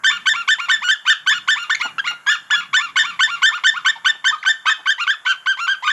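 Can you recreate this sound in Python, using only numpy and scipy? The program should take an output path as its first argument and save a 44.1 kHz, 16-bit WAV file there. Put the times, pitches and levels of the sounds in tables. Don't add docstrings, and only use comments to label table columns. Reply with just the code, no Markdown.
import sys
import numpy as np
from scipy import signal
from scipy.fft import rfft, irfft, next_fast_len
from scipy.io import wavfile
from scipy.ndimage import uniform_filter1d, map_coordinates

SR = 44100
rng = np.random.default_rng(int(sys.argv[2]) if len(sys.argv) > 2 else 0)


def materialize(psi):
    bounded = np.clip(np.atleast_2d(psi).T, -1, 1)
    quanta = np.round(bounded * 32767).astype(np.int16)
    wavfile.write(sys.argv[1], SR, quanta)


N = 261060


def amp(db):
    return 10 ** (np.asarray(db) / 20)


def at_hz(rows, hz):
    freqs, values = np.transpose(rows)
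    return np.interp(np.log(hz + 1), np.log(freqs + 1), values)


def at_time(rows, s):
    times, *columns = np.transpose(rows)
    return [np.interp(s, times, column) for column in columns]


def wobble(rate, size=N):
    return map_coordinates(rng.standard_normal(int(size * rate / SR) + 4), [np.arange(size) * rate / SR])


def filtered(x, gain_at):
    size = next_fast_len(N + SR // 2)
    return irfft(rfft(x, size) * gain_at(np.fft.rfftfreq(size, 1 / SR)), size)[..., :N]


def noise(spectrum):
    x = filtered(rng.standard_normal(N), lambda hz: amp(at_hz(spectrum, hz)))
    return x / np.sqrt(np.mean(x ** 2) + 1e-20)


# time in seconds, level in dB.
WIND_LEVELS = [(0, -61), (.1, -55), (1.15, -69.5), (1.37, -54.5), (1.7, -65), (2.0, -56), (2.3, -65.5),
               (3.0, -55), (3.6, -63.5), (4.3, -67.5), (5.2, -70), (5.9, -65)]

def breeze():
    gusts = amp(at_time(WIND_LEVELS, np.arange(N) / SR)[0] + 2.5 * wobble(14))
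    return gusts * noise([(30, -28), (60, -17), (150, 3), (300, -3.5), (600, -21.5), (20000, -88)])


# start of the glide in seconds, lengths of lead-in, glide and hold
# in seconds, high pitch in Hz, lead-in level in dB, glide level in dB.
YELPS = [(0.045, 0.01022, 0.02253, 0.0374, 1796, -23.5, -12.5),
         (0.2706, 0.0152, 0.02145, 0.0348, 1819, -19.5, -12.5),
         (0.4881, 0.01293, 0.01976, 0.0338, 1808, -18.5, -12.5),
         (0.6979, 0.01405, 0.0167, 0.03745, 1814, -18.5, -13.5),
         (0.8874, 0.0093, 0.02406, 0.0258, 1801, -29, -13),
         (1.0771, 0.01012, 0.0227, 0.0287, 1800, -26, -13),
         (1.2736, 0.01192, 0.0231, 0.0388, 1787, -23.5, -13),
         (1.4875, 0.01313, 0.0198, 0.03466, 1815, -18.5, -13),
         (1.703, 0.0079, 0.00826, 0.0266, 1718, -20.5, -14.5),
         (1.983, 0.0032, 0.00995, 0.01347, 1659, -38.5, -17),
         (2.2694, 0.00732, 0.0449, 0.0131, 1779, -28, -16.5),
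         (2.5085, 0.00755, 0.0062, 0.0453, 1722, -26, -13.5),
         (2.743, 0.01382, 0.0224, 0.0366, 1781, -19.5, -13.5),
         (2.9692, 0.0128, 0.0209, 0.0352, 1797, -19.5, -12.5),
         (3.207, 0.01594, 0.0276, 0.0341, 1789, -18, -12.5),
         (3.4311, 0.01292, 0.0298, 0.0327, 1801, -18.5, -12.5),
         (3.6455, 0.00988, 0.02463, 0.0336, 1808, -19.5, -12.5),
         (3.8611, 0.0147, 0.0246, 0.0243, 1814, -19.5, -12.5),
         (4.06, .015, 0.024, 0.026, 1805, -19.5, -12.5), (4.2517, 0.0101, 0.0263, 0.0279, 1796, -19.5, -13),
         (4.463, 0.0146, 0.02737, 0.0289, 1786, -20.5, -13.5),
         (4.669, 0.01292, 0.0269, 0.0326, 1783, -18, -14.5),
         (4.8723, 0.01594, 0.03465, 0.0213, 1784, -21.5, -14.5),
         (5.0777, 0.01098, 0.02926, 0.01225, 1785, -21, -15),
         (5.2654, 0.01313, 0.03986, 0.0226, 1554, -24.5, -16),
         (5.471, 0.01264, 0.0265, 0.0302, 1581, -21, -16),
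         (5.68, 0.0118, 0.0235, 0.03185, 1615, -23.5, -16),
         (5.879, 0.0116, 0.0245, 0.0262, 1794, -19, -16.5)]
# time in seconds, drop of the glide's start
# in Hz, sag of the hold in Hz, extra overtone slope in dB per octave, boost of the release in dB.
YELP_EFFORT = [(1.5, -4.5, 46, 4.5, 7.5), (1.7, 54.5, -109.5, 2, 5.5), (1.98, 151.5, 45.5, -2, 0.5),
               (2.27, -120, 147, 8.5, 3.5), (2.5, 59, 36, 1.5, 5), (2.74, 21, 33, 4.5, -1.5),
               (4.9, -7, 13, 3, 5), (5.08, 1, 30, 1.5, 13.5), (5.27, 0, 70, 0.5, 8)]

def near_yelps():
    glide_from_hz, glide_hz_per_s, full_crack_hz = 1498.3, 3442, 190
    for start, lead, glide, hold, high, lead_db, glide_db in YELPS:
        drop, sag, bright_db, linger_db = at_time(YELP_EFFORT, start)
        low = glide_from_hz - drop
        top = min(low + glide_hz_per_s * glide, high)
        end = high - sag
        hold_db = -15.5 + 0.444 * (glide_db + 11.5)
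        crack = np.clip((high - top) / full_crack_hz, 0, 1)
        jump = lead + glide
        stop = jump + hold
        points = [(0, 1020, lead_db - 10.5, -7),
                  (.344 * lead, 1085, lead_db - 3, -15),
                  (lead - .0012, 1150, lead_db - .5, -15),
                  (lead, low, glide_db - 2, -15),
                  (lead + .00421, low, glide_db - 2, -26),
                  (jump - .0015, top, glide_db, -30),
                  (jump, (top + high) / 2, glide_db - 3.5 * crack, -24 + 7 * crack),
                  (jump + .00155, high + 28.2 * crack, hold_db - .16, -26),
                  (jump + .381 * hold, high - .5 * crack * sag, hold_db, -32),
                  (stop - .003, end, hold_db, -28),
                  (stop + .00436, end * .93, hold_db - 18.5 + linger_db, -15),
                  (stop + .02754, end * .68, hold_db - 50 + 2.466 * linger_db, -13)]
        from_break = np.abs(np.transpose(points)[0] - jump)
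        dulling = 3.5 * np.clip(from_break / hold, 0, 1.5)
        overtone_db = .919 * glide_db + 11 - .213 * dulling
        slope_db = .8474 * hold_db + 8 + bright_db - dulling
        yield voice_box(start - lead, points, overtone_db, slope_db, hoarse=.065)


# start of the hold in seconds, lengths of climb, hold and fall in seconds,
# held pitch in Hz, held level in dB.
ANSWERS = [(0.12, 0.0281, 0.0515, 0.005, 1416, -28), (0.363, 0.0311, 0.0552, 0.017, 1387, -27),
           (0.606, 0.0256, 0.0497, 0.0174, 1393, -27.5), (0.841, 0.0256, 0.0514, 0.00194, 1447, -23.5),
           (1.074, 0.0249, 0.0526, 0.00318, 1463, -22.5), (1.335, 0.0308, 0.0459, 0.004, 1429, -26.5),
           (1.586, 0.0301, 0.052, 0.0128, 1399, -26.5), (1.826, 0.02983, 0.0401, 0.0188, 1435, -24.5),
           (2.068, 0.0295, 0.0452, 0.0043, 1426, -23), (2.3, 0.0329, 0.0516, 0.0102, 1433, -23.5),
           (2.553, 0.0336, 0.0503, 0.0441, 1409, -25), (2.823, 0.0489, 0.0344, 0.0413, 1381, -25),
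           (3.062, 0.03246, 0.0434, 0.045, 1397, -27), (3.306, 0.0347, 0.048, 0.0417, 1392, -26),
           (3.546, .035, .025, 0.018, 1426, -23.5), (3.767, 0.031, 0.01444, .02, 1433, -23),
           (4.327, 0.0207, 0.0187, 0.00163, 1250, -17), (4.672, 0.02214, 0.0232, 0.0076, 1279, -18.5),
           (5.008, 0.0308, 0.0301, 0.01246, 1396, -22), (5.28, 0.03275, 0.0372, 0.0225, 1371, -26),
           (5.605, 0.03744, 0.0574, 0.0261, 1382, -23.5), (5.847, 0.0262, 0.0452, 0.00408, 1229, -22)]
# time in seconds, overtone boost in dB, overtone slope in dB per octave.
ANSWER_OVERTONES = [(0, 0, -5), (1.3, -1, -4), (3.4, -4, -3), (4.33, -21.5, -17), (4.7, -5, -5),
                    (5.0, 0.5, -5.5), (5.3, -1.5, -2.5), (5.9, -7.5, -2)]
# time in seconds, share of shake in the lowest harmonic.
ANSWER_HOARSENESS = [(0, .065), (4, .08), (5, .18), (5.4, .1)]

def mate_answers():
    climb_db, fall_hz_per_s = -25, 2910
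    for start, climb, hold, fall, high, hold_db in ANSWERS:
        stop = climb + hold
        below_break = .88 * high
        low = below_break - fall_hz_per_s * fall
        points = [(0, 880, climb_db - 33, -8),
                  (.005, 950, climb_db - 7.5, -15),
                  (climb - .0015, below_break, climb_db + 1, -17),
                  (climb + .00076, high, hold_db - 3, -17),
                  (climb + .321 * hold, high, hold_db, -32),
                  (stop, high, hold_db - .5, -28),
                  (stop + .0051, below_break, hold_db - 7.5, -13),
                  (stop + .00503 + fall, low, hold_db - 15, -11),
                  (stop + fall + .031, low, hold_db - 31.5, -9)]
        overtone_db, slope_db = at_time(ANSWER_OVERTONES, start)
        hoarse = at_time(ANSWER_HOARSENESS, start)[0]
        yield voice_box(start - climb, points, overtone_db, slope_db, hoarse)


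# start and length in seconds, first and last pitch in Hz, level in dB,
# overtone boost in dB.
SHORT_CALLS = [(1.746, 0.00893, 2117, 2124, -21, 4), (1.794, 0.01254, 5730, 4786, -29, -20.5),
               (1.809, 0.00976, 2107, 2235, -21, 2.5), (2.055, 0.01535, 5429, 3880, -32, -17),
               (2.073, 0.013, 2114, 2173, -24, -0.5), (3.491, 0.019, 1389, 1369, -26.5, -28),
               (3.955, 0.022, 925.6, 893, -34.5, -33.5), (4.379, 0.059, 3880, 4476, -47.5, -6),
               (4.427, 0.0149, 2307, 1149, -28.5, -10)]

def squeaks():
    for start, length, first, last, db, overtone_db in SHORT_CALLS:
        points = [(0, first, db - 6.5, -8),
                  (.002, first, db + 1, -13),
                  (length / 2, (first + last) / 2 * 1.03, db, -15),
                  (length, last, db, -12),
                  (length + .003, last, db - 24, -8)]
        yield voice_box(start, points, overtone_db, slope_db=-3, hoarse=.15)


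# frequency in Hz, gain in dB.
THROAT_GAINS = [(900, -2), (1500, 1.5), (2200, 4.5), (3000, -0.5), (3600, 0.5), (4400, -6.5), (5500, -6.5),
                (7200, -0.5), (12000, -11)]
TOP_HZ = 15700

def voice_box(start, points, overtone_db, slope_db, hoarse):
    times, hz, db, breath_db = np.transpose(points)
    first = round(start * SR)
    size = max(min(int(times[-1] * SR), N - first), 1)
    t = np.arange(size) / SR

    def follow(values):
        return np.interp(t, times, np.broadcast_to(values, times.shape))

    breath = amp(follow(breath_db))
    waver = .00359 * wobble(91.5, size) + .00605 * wobble(187.1, size)
    pitch = follow(hz) * (1 + waver + .2188 * breath * wobble(705.54, size))
    phase = 2 * np.pi * np.cumsum(pitch) / SR
    k = np.arange(1, 11)[:, None]
    colour_db = at_hz(THROAT_GAINS, k * pitch)
    colour_db += (k > 1) * (follow(overtone_db) + follow(slope_db) * np.log2(k / 2))
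    colour_db += .15 * (follow(db) - db.max()) * np.log2(k)
    colour_db -= 3.6 * breath * (k - 3)
    gains = amp(colour_db) * (k * pitch < TOP_HZ)
    shake = np.array([wobble(329.04, size) + 1j * wobble(333.8, size) for _ in k])
    rasp = np.clip((hoarse + breath) * k, 0, 1)
    roughness = np.sqrt(1 - rasp ** 2) + rasp * shake / np.sqrt(2)
    fade = np.clip(np.minimum(t, t[::-1]) / .002, 0, 1)
    level = amp(follow(db) + 1.5 * wobble(87.32, size)) * fade
    phase_spread = .45 * k * (k - 1)
    harmonics = gains * roughness * np.exp(1j * (k * phase + phase_spread))
    tone = np.sqrt(2) * level * harmonics.sum(axis=0).real
    flow = level * breath * (1 + 1.26 * np.sin(phase))
    return slice(first, first + size), tone, flow


# frequency in Hz, relative level in dB.
BREATH_SPECTRUM = [(500, -9.5), (1000, -2.5), (1500, -28), (2300, -27), (3200, 28.5), (5000, 19.5),
                   (12000, -33.5)]

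def eagles():
    tones, airflow = np.zeros(N), np.zeros(N)
    for span, tone, flow in [*near_yelps(), *mate_answers(), *squeaks()]:
        tones[span] += tone
        airflow[span] += flow
    return tones + airflow * noise(BREATH_SPECTRUM)


# middle in seconds, spread in seconds, level in dB.
FOOT_SHUFFLES = [(1.859, 0.0123, -33.5), (2.128, 0.0113, -37.5), (4.14, 0.019, -44), (4.489, 0.0137, -40),
                 (4.798, 0.01192, -42.5)]
# frequency in Hz, relative level in dB.
STICK_SPECTRUM = [(60, -26), (300, 6), (520, -0.5), (850, 16), (2000, -1), (8000, -25)]

def nest_scrapes():
    t = np.arange(N) / SR
    swells = sum(amp(db) * np.exp(-((t - middle) / spread) ** 2 / 2) for middle, spread, db in FOOT_SHUFFLES)
    lumps = amp(3.7 * wobble(90))
    return swells * lumps * noise(STICK_SPECTRUM)


# frequency in Hz, seconds to fade by 60 dB.
TRUNK_FADE_TIMES = [(500, 0.24), (1500, 0.166), (3000, 0.257), (7000, 0.137), (12000, 0.1238)]

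def echoes(x):
    shore_db, shore_fade_s, build_s, flicker = -25, .914, .00343, .45
    out, step = np.zeros(N + SR), SR // 8
    x = x * (np.sqrt(1 - flicker ** 2) + flicker * wobble(70))
    for first in range(-step, N, step):
        hz, t, scatter = signal.stft(rng.standard_normal(SR // 2), SR, nperseg=256)
        trunks = amp(-60 * t / at_hz(TRUNK_FADE_TIMES, hz)[:, None])
        shore = amp(shore_db - 60 * t / shore_fade_s)
        tail = signal.istft(scatter * (trunks + shore), SR, nperseg=256)[1]
        tail *= 1 - np.exp(-np.arange(len(tail)) / SR / build_s)
        span = np.arange(max(first, 0), min(first + 2 * step, N))
        stretch = x[span] * np.sin(np.pi * (span - first) / (2 * step))
        echo = signal.fftconvolve(stretch, tail / np.linalg.norm(tail))
        out[span[0]:span[0] + len(echo)] += echo
    return out[:N]


def scene():
    close = eagles() + nest_scrapes()
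    return (close + amp(-11.5) * echoes(close) + breeze())[None]


# frequency in Hz, gain in dB.
MIC_GAINS = [(3700, -1), (4200, -6), (7300, -8), (8300, -27.5), (10000, -33), (11300, -11), (12000, -35),
             (12600, -44), (14500, -42), (15500, -60)]
# frequency in Hz, relative level in dB.
HISS_SPECTRUM = [(20, -33.5), (50, -23), (85, -32.5), (600, -12.5), (1500, 1.5), (4000, -35), (7000, -17.5),
                 (9000, -29), (11300, -20), (12300, -42.5), (12900, -72)]

def record(dry):
    power = uniform_filter1d(uniform_filter1d(dry ** 2, 60), 60)
    level = np.sqrt(np.abs(power))
    limited = dry / (1 + (level / .5) ** 4) ** (1 / 4)
    dulled = filtered(limited, lambda hz: amp(at_hz(MIC_GAINS, hz)))
    hiss = amp(-49.5 + 1.2 * wobble(3)) * noise(HISS_SPECTRUM)
    return filtered(dulled + hiss, lambda hz: (hz < TOP_HZ) * (hz > 12))


dry = scene()
out = record(dry)
materialize(out)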